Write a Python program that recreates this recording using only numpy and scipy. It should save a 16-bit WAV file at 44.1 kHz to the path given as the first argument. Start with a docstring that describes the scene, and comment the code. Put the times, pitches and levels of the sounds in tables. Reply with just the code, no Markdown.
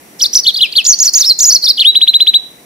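"""Over a faint low murmur, a caged canary sings close by in a small hard room: quick warbled notes,
a rising whistle, then a trill of seven upward chirps. Each note is a frequency-modulated, nearly pure
tone from one side of the syrinx; at times the second side overlaps it or takes over. The room
reverberates briefly and the loudest notes overload the recorder. A hash of patchy treble hiss and
rough overtones flares with loud, fast sweeps."""
import sys
import numpy as np
from scipy import signal
from scipy.fft import rfft, irfft
from scipy.io import wavfile
from scipy.ndimage import uniform_filter1d

SR = 44100
rng = np.random.default_rng(int(sys.argv[2]) if len(sys.argv) > 2 else 0)


def dump(signal):
    """Clip the signal to [-1, 1] and save it as 16-bit WAV at the path in sys.argv[1]."""
    limited = np.clip(np.atleast_2d(signal).T, -1, 1)
    pcm = np.round(limited * 32767).astype(np.int16)
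    wavfile.write(sys.argv[1], SR, pcm)


N = 116865
TIME, FREQS = np.arange(N) / SR, np.fft.rfftfreq(N, 1 / SR)


def from_db(db):
    """Amplitude ratio: a factor of ten for every 20 dB."""
    return 10 ** (np.asarray(db) / 20)


def at_hz(points, hz):
    """Interpolation of (Hz, value) points on a logarithmic frequency axis."""
    table = np.array(points)
    return np.interp(np.log(hz + 1), np.log(table[:, 0]), table[:, 1])


def over_time(points):
    """Amplitude envelope interpolated through (seconds, dB) points."""
    return from_db(np.interp(TIME, *np.transpose(points)))


def coloured(spectrum, size):
    """Spectral shaping of white noise: two uncorrelated channels, rms 1."""
    gain = from_db(at_hz(spectrum, np.fft.rfftfreq(size, 1 / SR)))
    noise = irfft(rfft(rng.standard_normal((2, size))) * gain, size)
    return noise / noise.std()


# Spectrum of the background. Each row: frequency in Hz, relative spectral density in dB.
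MURMUR_SPECTRUM = [(25, -54), (60, -12.5), (110, -15.5), (160, -5), (330, -3.5), (580, -9), (750, -9),
                   (1400, -17), (2000, -11), (3000, -18.5), (4800, -21), (5800, -19), (7000, -21),
                   (10700, -16), (12500, -20), (15500, -20.5)]
# Likeness of left and right. Each row: frequency in Hz, correlation from 0 to 1.
MURMUR_COHERENCE = [(40, 0.47), (160, 0.93), (300, 0.78), (700, 0.16), (1500, 0.033), (15000, 0.028)]
# Slow drift of the background. Each row: time in seconds, gain in dB.
MURMUR_SWELL = [(0, 2), (.35, 3), (.6, 2), (1.2, -0.5), (1.8, 1.5), (2.2, 0.5), (2.6, 1)]
def murmur(level_db=-45.5):
    """Partially coherent noise: the low murmur is much alike in both channels, its faint hiss is not."""
    mid, side = rfft(coloured(MURMUR_SPECTRUM, N))
    coherence = at_hz(MURMUR_COHERENCE, FREQS)
    spectrum = np.sqrt(1 + coherence) * mid + np.sqrt(1 - coherence) * side * [[1], [-1]]
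    return from_db(level_db) * over_time(MURMUR_SWELL) * irfft(spectrum, N)


# Faint background tones. Each row: frequency in Hz, level in dB.
HUM_TONES = [(696, -58.5), (5800, -55)]
def hum():
    """Superposition of steady sinusoids."""
    return sum(from_db(db) * np.sin(2 * np.pi * hz * TIME) for hz, db in HUM_TONES)


def glide(times, values, t):
    """Monotone cubic interpolation: the curve flattens at each turn and never overshoots."""
    step = np.maximum(np.diff(times), 1 / SR)
    slope = np.diff(values) / step
    before, after = slope[:-1], slope[1:]
    inner = 2 * np.maximum(before * after, 0) * np.sign(after) / (abs(before) + abs(after) + 1e-12)
    tangent = np.r_[slope[0], inner, slope[-1]]
    k = np.clip(np.searchsorted(times, t) - 1, 0, len(step) - 1)
    u = np.clip((t - times[k]) / step[k], 0, 1)
    bend = (tangent[k] - slope[k]) * (1 - u) - (tangent[k + 1] - slope[k]) * u
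    return values[k] + step[k] * u * (slope[k] + (1 - u) * bend)


# The throat's passing of harmonics 2 and 3. Each row: harmonic's frequency in Hz, relative level in dB.
SECOND_HARMONIC = [(3500, 20), (5000, -13.5), (6500, -43.5), (8000, -38), (10000, -25), (12500, -35),
                   (15000, -39)]
THIRD_HARMONIC = [(8000, -41), (10500, -63), (12000, -28), (12800, -35), (15000, -25.5), (18000, -50)]
# The octave flashes through the throat at sharp pitch dips. Each row: time in seconds, strength in dB.
OCTAVE_FLASHES = [(0.345, 10), (0.861, 8), (1.398, 9.5)]
def whistle(t, hz, level, flash_s=0.0072, throat_top_hz=7300):
    """Source and filter: the throat weights the syrinx's harmonics. Returns fundamental, overtones."""
    phase = 2 * np.pi * np.cumsum(hz) / SR
    flash = sum(from_db(db) * np.exp(-((t - s) / flash_s) ** 2) for s, db in OCTAVE_FLASHES)
    second = from_db(at_hz(SECOND_HARMONIC, 2 * hz)) + flash / (1 + (2 * hz / throat_top_hz) ** 16)
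    third = from_db(at_hz(THIRD_HARMONIC, 3 * hz))
    return level * np.array([np.sin(phase), second * np.sin(2 * phase) + third * np.sin(3 * phase)])


def rough_overtones(hz, shake_hz=380):
    """Amplitude modulation by noise spreads harmonics 2 and 3 into bands that follow the pitch."""
    phase = 2 * np.pi * np.cumsum(hz) / SR
    lowpass = signal.butter(2, shake_hz, fs=SR, output="sos")
    shake = signal.sosfilt(lowpass, rng.standard_normal((2, 2, len(hz))))
    return sum(noise / noise.std() * np.sin(k * phase) for k, noise in enumerate(shake, start=2))


HASH_SMOOTH_SAMPLES = int(0.025 * SR)
# Notes of the warble, one list of turning points for each note; the second list holds further notes, some
# overlapping others. # Each point: time in seconds, pitch in Hz, relative level in dB.
WARBLE_NOTES = [
    [(.191, 5690, -15), (.197, 5080, -18.5), (.205, 3350, -17), (.209, 3047, -14.5), (.217, 5020, -5.5),
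     (.227, 5974, -3), (.240, 4540, -3.5), (.253, 3514, -9), (.262, 4380, -3.5), (.271, 5650, -19)],
    [(0.3272, 4510, -21), (0.3379, 5930, -5.5), (0.3455, 3165, -24.5), (0.3565, 5630, 4),
     (0.3661, 6154, -4), (0.3714, 5670, 6), (0.3861, 3650, -23.5), (0.4022, 5470, -5)],
    [(.435, 4590, 1), (.444, 4500, -14), (.452, 3224, -15), (.461, 2960, -12), (.469, 3754, 0),
     (.476, 4445, -3), (.486, 3737, 5.5), (.495, 3376, -4.5), (.507, 2960, -36)],
    [(0.5376, 4170, -15), (0.5481, 4480, -8.5), (0.5568, 3300, -16), (0.5665, 4170, -8),
     (0.572, 5010, -11.5), (0.5861, 3790, -10.5), (0.6041, 2820, -17.5), (0.6102, 3140, -4.5),
     (0.6178, 4150, -3.5), (0.6335, 3353, 5), (0.6481, 2710, -10), (0.6595, 2484, -14), (0.6695, 2300, -28)],
    [(.723, 5000, -2), (.729, 4280, -11), (.735, 3110, -24.5), (.742, 2350, -24)],
    [(0.7497, 2775, -15), (0.7598, 3547, -10), (0.7677, 4527, -2.5), (0.7768, 3990, -1.5),
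     (0.7875, 3310, 3.5), (0.7988, 2894, -8.5), (0.8079, 2600, -12.5), (0.8185, 2523, -20)],
    [(0.8429, 6590, 6), (0.8491, 7180, -21), (0.8524, 5243, -5), (0.8588, 3356, -18), (0.8675, 5920, -2),
     (0.8778, 7040, -7), (0.8983, 6565, -1), (0.9152, 6370, 1.5), (0.9236, 6040, 0), (0.9363, 4357, -6),
     (0.9451, 4590, -5.5), (0.9526, 6100, -43)],
    [(0.9855, 7160, -61), (0.9893, 6790, -2), (0.9965, 4250, -16), (1.004, 6120, -0.5),
     (1.0099, 6770, -6.5), (1.0249, 6560, -4), (1.0316, 6000, -1), (1.0442, 4250, -15),
     (1.0575, 5930, -6.5), (1.0624, 5700, -2)],
    [(1.1342, 7840, 2), (1.1382, 6420, 0), (1.1454, 4446, -6), (1.1533, 6420, -3), (1.1604, 6720, -1.5),
     (1.1751, 6200, -8), (1.1806, 6020, -0.5), (1.1957, 3750, -22), (1.2119, 5130, -6)],
    [(1.3847, 6560, -36), (1.3903, 7060, -2.5), (1.3979, 3560, -16), (1.4078, 6260, -2.5),
     (1.4168, 6810, -6), (1.4248, 6310, -9), (1.4348, 5720, -0.5), (1.4415, 5100, -46)],
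    [(1.6186, 5460, -13), (1.6268, 4520, -11), (1.6352, 4077, -12), (1.6404, 4440, -3),
     (1.6489, 5684, -8.5), (1.6592, 4590, -4.5), (1.6753, 3490, -6), (1.6831, 4316, -2.5),
     (1.6932, 5320, -3), (1.7071, 4355, 1), (1.7172, 3900, -10.5), (1.729, 3800, -41)],
    [(1.7652, 5050, -17), (1.7729, 4400, -14), (1.7816, 3210, -9), (1.7909, 2913, -10.5),
     (1.7951, 3146, -2), (1.8033, 4405, -4), (1.8128, 3710, 0), (1.8213, 3237, -1.5), (1.8339, 2520, -20)],
    [(1.841, 2230, 1), (1.847, 2780, -9), (1.854, 3112, 2.5), (1.863, 3420, -1), (1.878, 3798, 9.5),
     (1.895, 3900, 2.5), (1.906, 3890, -6), (1.911, 3840, -23.5)],
]
MORE_WARBLE_NOTES = [
    [(0.3795, 6510, -37), (0.3903, 5930, -7.5), (0.3988, 5890, -11.5), (0.4072, 5200, -13)],
    [(.494, 5070, 7), (.500, 3825, -8.5), (.507, 3110, -10.5)],
    [(.540, 4000, -43), (.548, 3900, -22), (.554, 3570, -24)],
    [(.571, 5060, -15), (.578, 5040, -24), (.586, 4560, -35)],
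    [(.754, 3630, 9), (.761, 4350, -15), (.768, 4800, -13)],
    [(0.8827, 6460, -23), (0.8957, 6270, -3), (0.9069, 5700, 7.5), (0.9169, 6230, -7)],
    [(1.0388, 7960, -11), (1.0495, 7000, -10.5), (1.062, 6300, -11), (1.0692, 5930, -3), (1.0832, 4276, -5),
     (1.0901, 4510, -5.5), (1.0971, 5730, -6)],
    [(1.1682, 6770, -6), (1.185, 7140, -16.5), (1.2003, 6530, -8.5), (1.2151, 5725, -2),
     (1.2252, 4270, -6.5), (1.2377, 3480, -13.5), (1.2425, 3670, -14), (1.2471, 4160, -5),
     (1.2558, 5090, -9), (1.276, 5480, -6), (1.291, 5230, -3.5), (1.3038, 4360, 0.5), (1.3187, 4100, -1),
     (1.3345, 4260, -39)],
    [(1.249, 4550, -22), (1.254, 3910, -13), (1.262, 3780, -18)],
    [(1.4149, 7130, -11), (1.4285, 6960, -10), (1.4372, 8090, -18), (1.4416, 6490, 4), (1.4489, 4830, -5),
     (1.4601, 6560, -3.5), (1.4728, 6940, -6.5), (1.4923, 6605, -1), (1.4998, 5730, -1), (1.5135, 4240, -6),
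     (1.5271, 5840, -2), (1.5416, 6120, -11), (1.5499, 5880, -1), (1.5645, 4347, -2), (1.5735, 4190, -12),
     (1.5835, 4350, -26)],
    [(1.524, 5090, -16), (1.537, 4480, -8.5), (1.547, 4320, -32)],
    [(1.687, 3960, -3), (1.693, 3760, -7), (1.699, 3420, -25.5)],
    [(1.826, 3570, -8), (1.832, 3096, -13), (1.839, 2140, -25)],
]
def warble(gain_db=-0.5, attack_s=0.008, release_s=0.0007, rough_db=-33, hiss_db=-25.5):
    """Frequency modulation: notes glide through their points. Returns tone, roughness, hiss gain."""
    tone, rough, hiss_gain = np.zeros((2, N)), np.zeros((2, N)), np.zeros(N)
    for note in WARBLE_NOTES + MORE_WARBLE_NOTES:
        times, pitch, db = np.array(sorted(note), float).T
        span = np.arange(int(times[0] * SR), int(times[-1] * SR))
        t = span / SR
        hz = glide(times, pitch, t)
        fade = np.clip(np.minimum((t - times[0]) / attack_s, (times[-1] - t) / release_s), 0, 1)
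        level = fade * from_db(gain_db + glide(times, db, t))
        sweep_hz_per_s = uniform_filter1d(abs(np.gradient(hz)) * SR, HASH_SMOOTH_SAMPLES)
        sweep_weight = 0.32 + np.tanh(sweep_hz_per_s / 110000)   # a little hash stays on held pitches
        hash_gain = sweep_weight * (hz / 4450) ** 0.21 * level ** 0.65
        tone[:, span] += whistle(t, hz, level)
        rough[:, span] += from_db(rough_db) * hash_gain * rough_overtones(hz)
        hiss_gain[span] += from_db(hiss_db) * hash_gain
    return tone, rough, hiss_gain


# Hiss riding on the tone. Each row: frequency in Hz, relative spectral density in dB.
HISS_SPECTRUM = [(300, -18.5), (1500, -6.5), (3000, -4.5), (6000, 1.5), (8500, -3), (11000, -1),
                 (14000, -0.5), (15300, -1), (16200, -25)]
def uneven_hiss(bands=12, flicker_db=5, flicker_per_s=70):
    """Random amplitude modulation: each band of the hiss swells and sinks independently; rms 1."""
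    spectrum = rfft(coloured(HISS_SPECTRUM, N))
    band = np.arange(len(FREQS)) * bands // len(FREQS)
    hiss = np.zeros((2, N))
    for k, draws in enumerate(rng.standard_normal((bands, 1000))):
        flicker = np.interp(TIME * flicker_per_s, np.arange(len(draws)), draws)
        hiss += irfft(spectrum * (band == k), N) * from_db(flicker_db * flicker)
    return hiss / hiss.std()


# Strength of the treble hash during the warble. Each row: time in seconds, gain in dB.
HASH_SWELL = [(.2, 2.5), (.38, 0), (.55, -2.5), (.75, 0.5), (.95, -1), (1.18, 2), (1.3, 3.5), (1.42, -1),
              (1.55, 0.5), (1.68, 0), (1.84, -6), (1.875, -11.5)]
def treble_hash(rough, warble_gain, trill_gain):
    """Modulation noise: patchy treble hiss and rough overtones that flare with loud, fast sweeps."""
    swell = over_time(HASH_SWELL)
    envelope = uniform_filter1d(swell * warble_gain + trill_gain, HASH_SMOOTH_SAMPLES)
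    return swell * rough + envelope * uneven_hiss()


# Top treble added to hash and overtones. Each row: time in seconds, gain of the added band in dB.
TREBLE_FLARE = [(.2, -21), (.8, -24), (1.0, -12), (1.2, -6), (1.45, 4), (1.7, -6), (1.9, -22)]
def brightened(x, edge_hz=12500):
    """Time-varying shelf filter: the top treble flares in the high middle part of the song."""
    treble = signal.sosfiltfilt(signal.butter(4, edge_hz, "high", fs=SR, output="sos"), x)
    return x + over_time(TREBLE_FLARE) * treble


def interference(x, bands):
    """Interference: nearby reflections cancel some narrow bands and slightly reinforce others."""
    for hz, width_hz, db in bands:
        x = x + (from_db(db) - 1) * signal.lfilter(*signal.iirpeak(hz, hz / width_hz, fs=SR), x)
    return x


# Dips and peaks at each microphone. Each row: centre in Hz, width in Hz, gain in dB.
LEFT_BANDS = [(4827, 340, 0.5), (5100, 120, -20)]
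RIGHT_BANDS = [(2705, 73, -10.5), (3574, 188, -66.5), (4270, 69, 1), (5230, 320, 1.5), (6820, 700, 3)]
def direct_sound(x, left_lag_s=0.000027):
    """Path difference: sound reaches the left microphone later, and glides dip as they cross notches."""
    late = irfft(rfft(x) * np.exp(-2j * np.pi * FREQS * left_lag_s), N)
    return np.array([interference(late, LEFT_BANDS), interference(x, RIGHT_BANDS)])


# Spectrum of the room's reflections. Each row: frequency in Hz, relative level in dB.
ROOM_COLOUR = [(1000, -1), (2700, 3.5), (3400, -5), (3950, 0), (4600, 4.5), (6500, -3.5), (8000, -5),
               (15000, -5)]
def room(x, level_db, t60_s, build_s=0.0015):
    """Reverberation: dense reflections decay exponentially, uncorrelated in the two channels."""
    t = np.arange(SR // 2) / SR
    response = coloured(ROOM_COLOUR, len(t)) * from_db(-60 * t / t60_s) * np.clip(t / build_s, 0, 1)
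    response /= np.sqrt(np.sum(response ** 2, axis=1, keepdims=True))
    return from_db(level_db) * signal.fftconvolve(np.atleast_2d(x), response, axes=1)[:, :N]


# The closing trill. Each row: start in seconds, length in seconds, top pitch in Hz, relative level in dB.
CHIRPS = [(1.9478, 0.039, 3993, 3), (2.0078, 0.043, 3982, 2), (2.07, 0.04, 4064, 3),
          (2.133, 0.045, 3990, 2), (2.198, 0.041, 4050, 3), (2.264, 0.044, 3976, 2.5),
          (2.3340, 0.046, 3937, 2.5)]
def trill(start_hz=1680, rise_s=0.0072, sag_hz=50, attack_s=0.0093, release_s=0.014):
    """Frequency sweeps: each chirp shoots up, levels off and droops. Returns tone and hiss gain."""
    tone, hiss_gain = np.zeros((2, N)), np.zeros(N)
    for start, length, top_hz, db in CHIRPS:
        span = np.arange(int(start * SR) + 1, int((start + length) * SR))
        age = span / SR - start
        hz = top_hz + (start_hz - top_hz) * np.exp(-(age / rise_s) ** 1.345)
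        onset_db = -42 * np.maximum(1 - age / attack_s, 0) ** 1.27
        release = np.sin(np.pi / 2 * np.clip((length - age) / release_s, 0, 1)) ** 2
        level = from_db(db + onset_db) * release
        tone[:, span] += whistle(span / SR, hz - sag_hz * (1 - release), level)
        hiss_gain[span] += from_db(-42) * level ** 0.5
    return from_db(-2) * tone, hiss_gain


def scene():
    """Superposition of the background, the bird's direct sound, the treble hash and the reflections."""
    background = murmur() + hum()
    notes, rough, warble_gain = warble()
    chirps, trill_gain = trill()
    hiss = brightened(treble_hash(rough, warble_gain, trill_gain))
    tone, overtones = notes + chirps
    overtones = brightened(overtones)
    early = room(tone, level_db=-17.5, t60_s=0.058)
    tail = room(tone, level_db=-19, t60_s=0.49)
    sheen = room(overtones, level_db=-4, t60_s=0.09) + room(hiss, level_db=-16.5, t60_s=0.19)
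    return background + direct_sound(tone + overtones) + hiss + early + tail + sheen


def record(dry, limit_db=1.92, release_db_per_s=370.5, hardness=6.3, cutoff_hz=15600):
    """Nonlinear overload: a fast limiter and soft clipping hold the peaks; a low-pass cuts the top."""
    fall = release_db_per_s * TIME
    excess_db = np.maximum(20 * np.log10(abs(dry) + 1e-9) - limit_db, 0)
    reduction_db = np.maximum.accumulate(excess_db + fall, axis=1) - fall
    x = dry * from_db(-uniform_filter1d(reduction_db, size=88))
    x = x / (1 + abs(x) ** hardness) ** (1 / hardness)
    # The overload is slightly asymmetric, so loud notes leave a soft thump.
    x = x + 0.01 * signal.sosfilt(signal.butter(1, 40, "high", fs=SR, output="sos"), x ** 2)
    return signal.sosfilt(signal.ellip(12, .1, 70, cutoff_hz, fs=SR, output="sos"), x)


dry = scene()
out = record(dry)
dump(out)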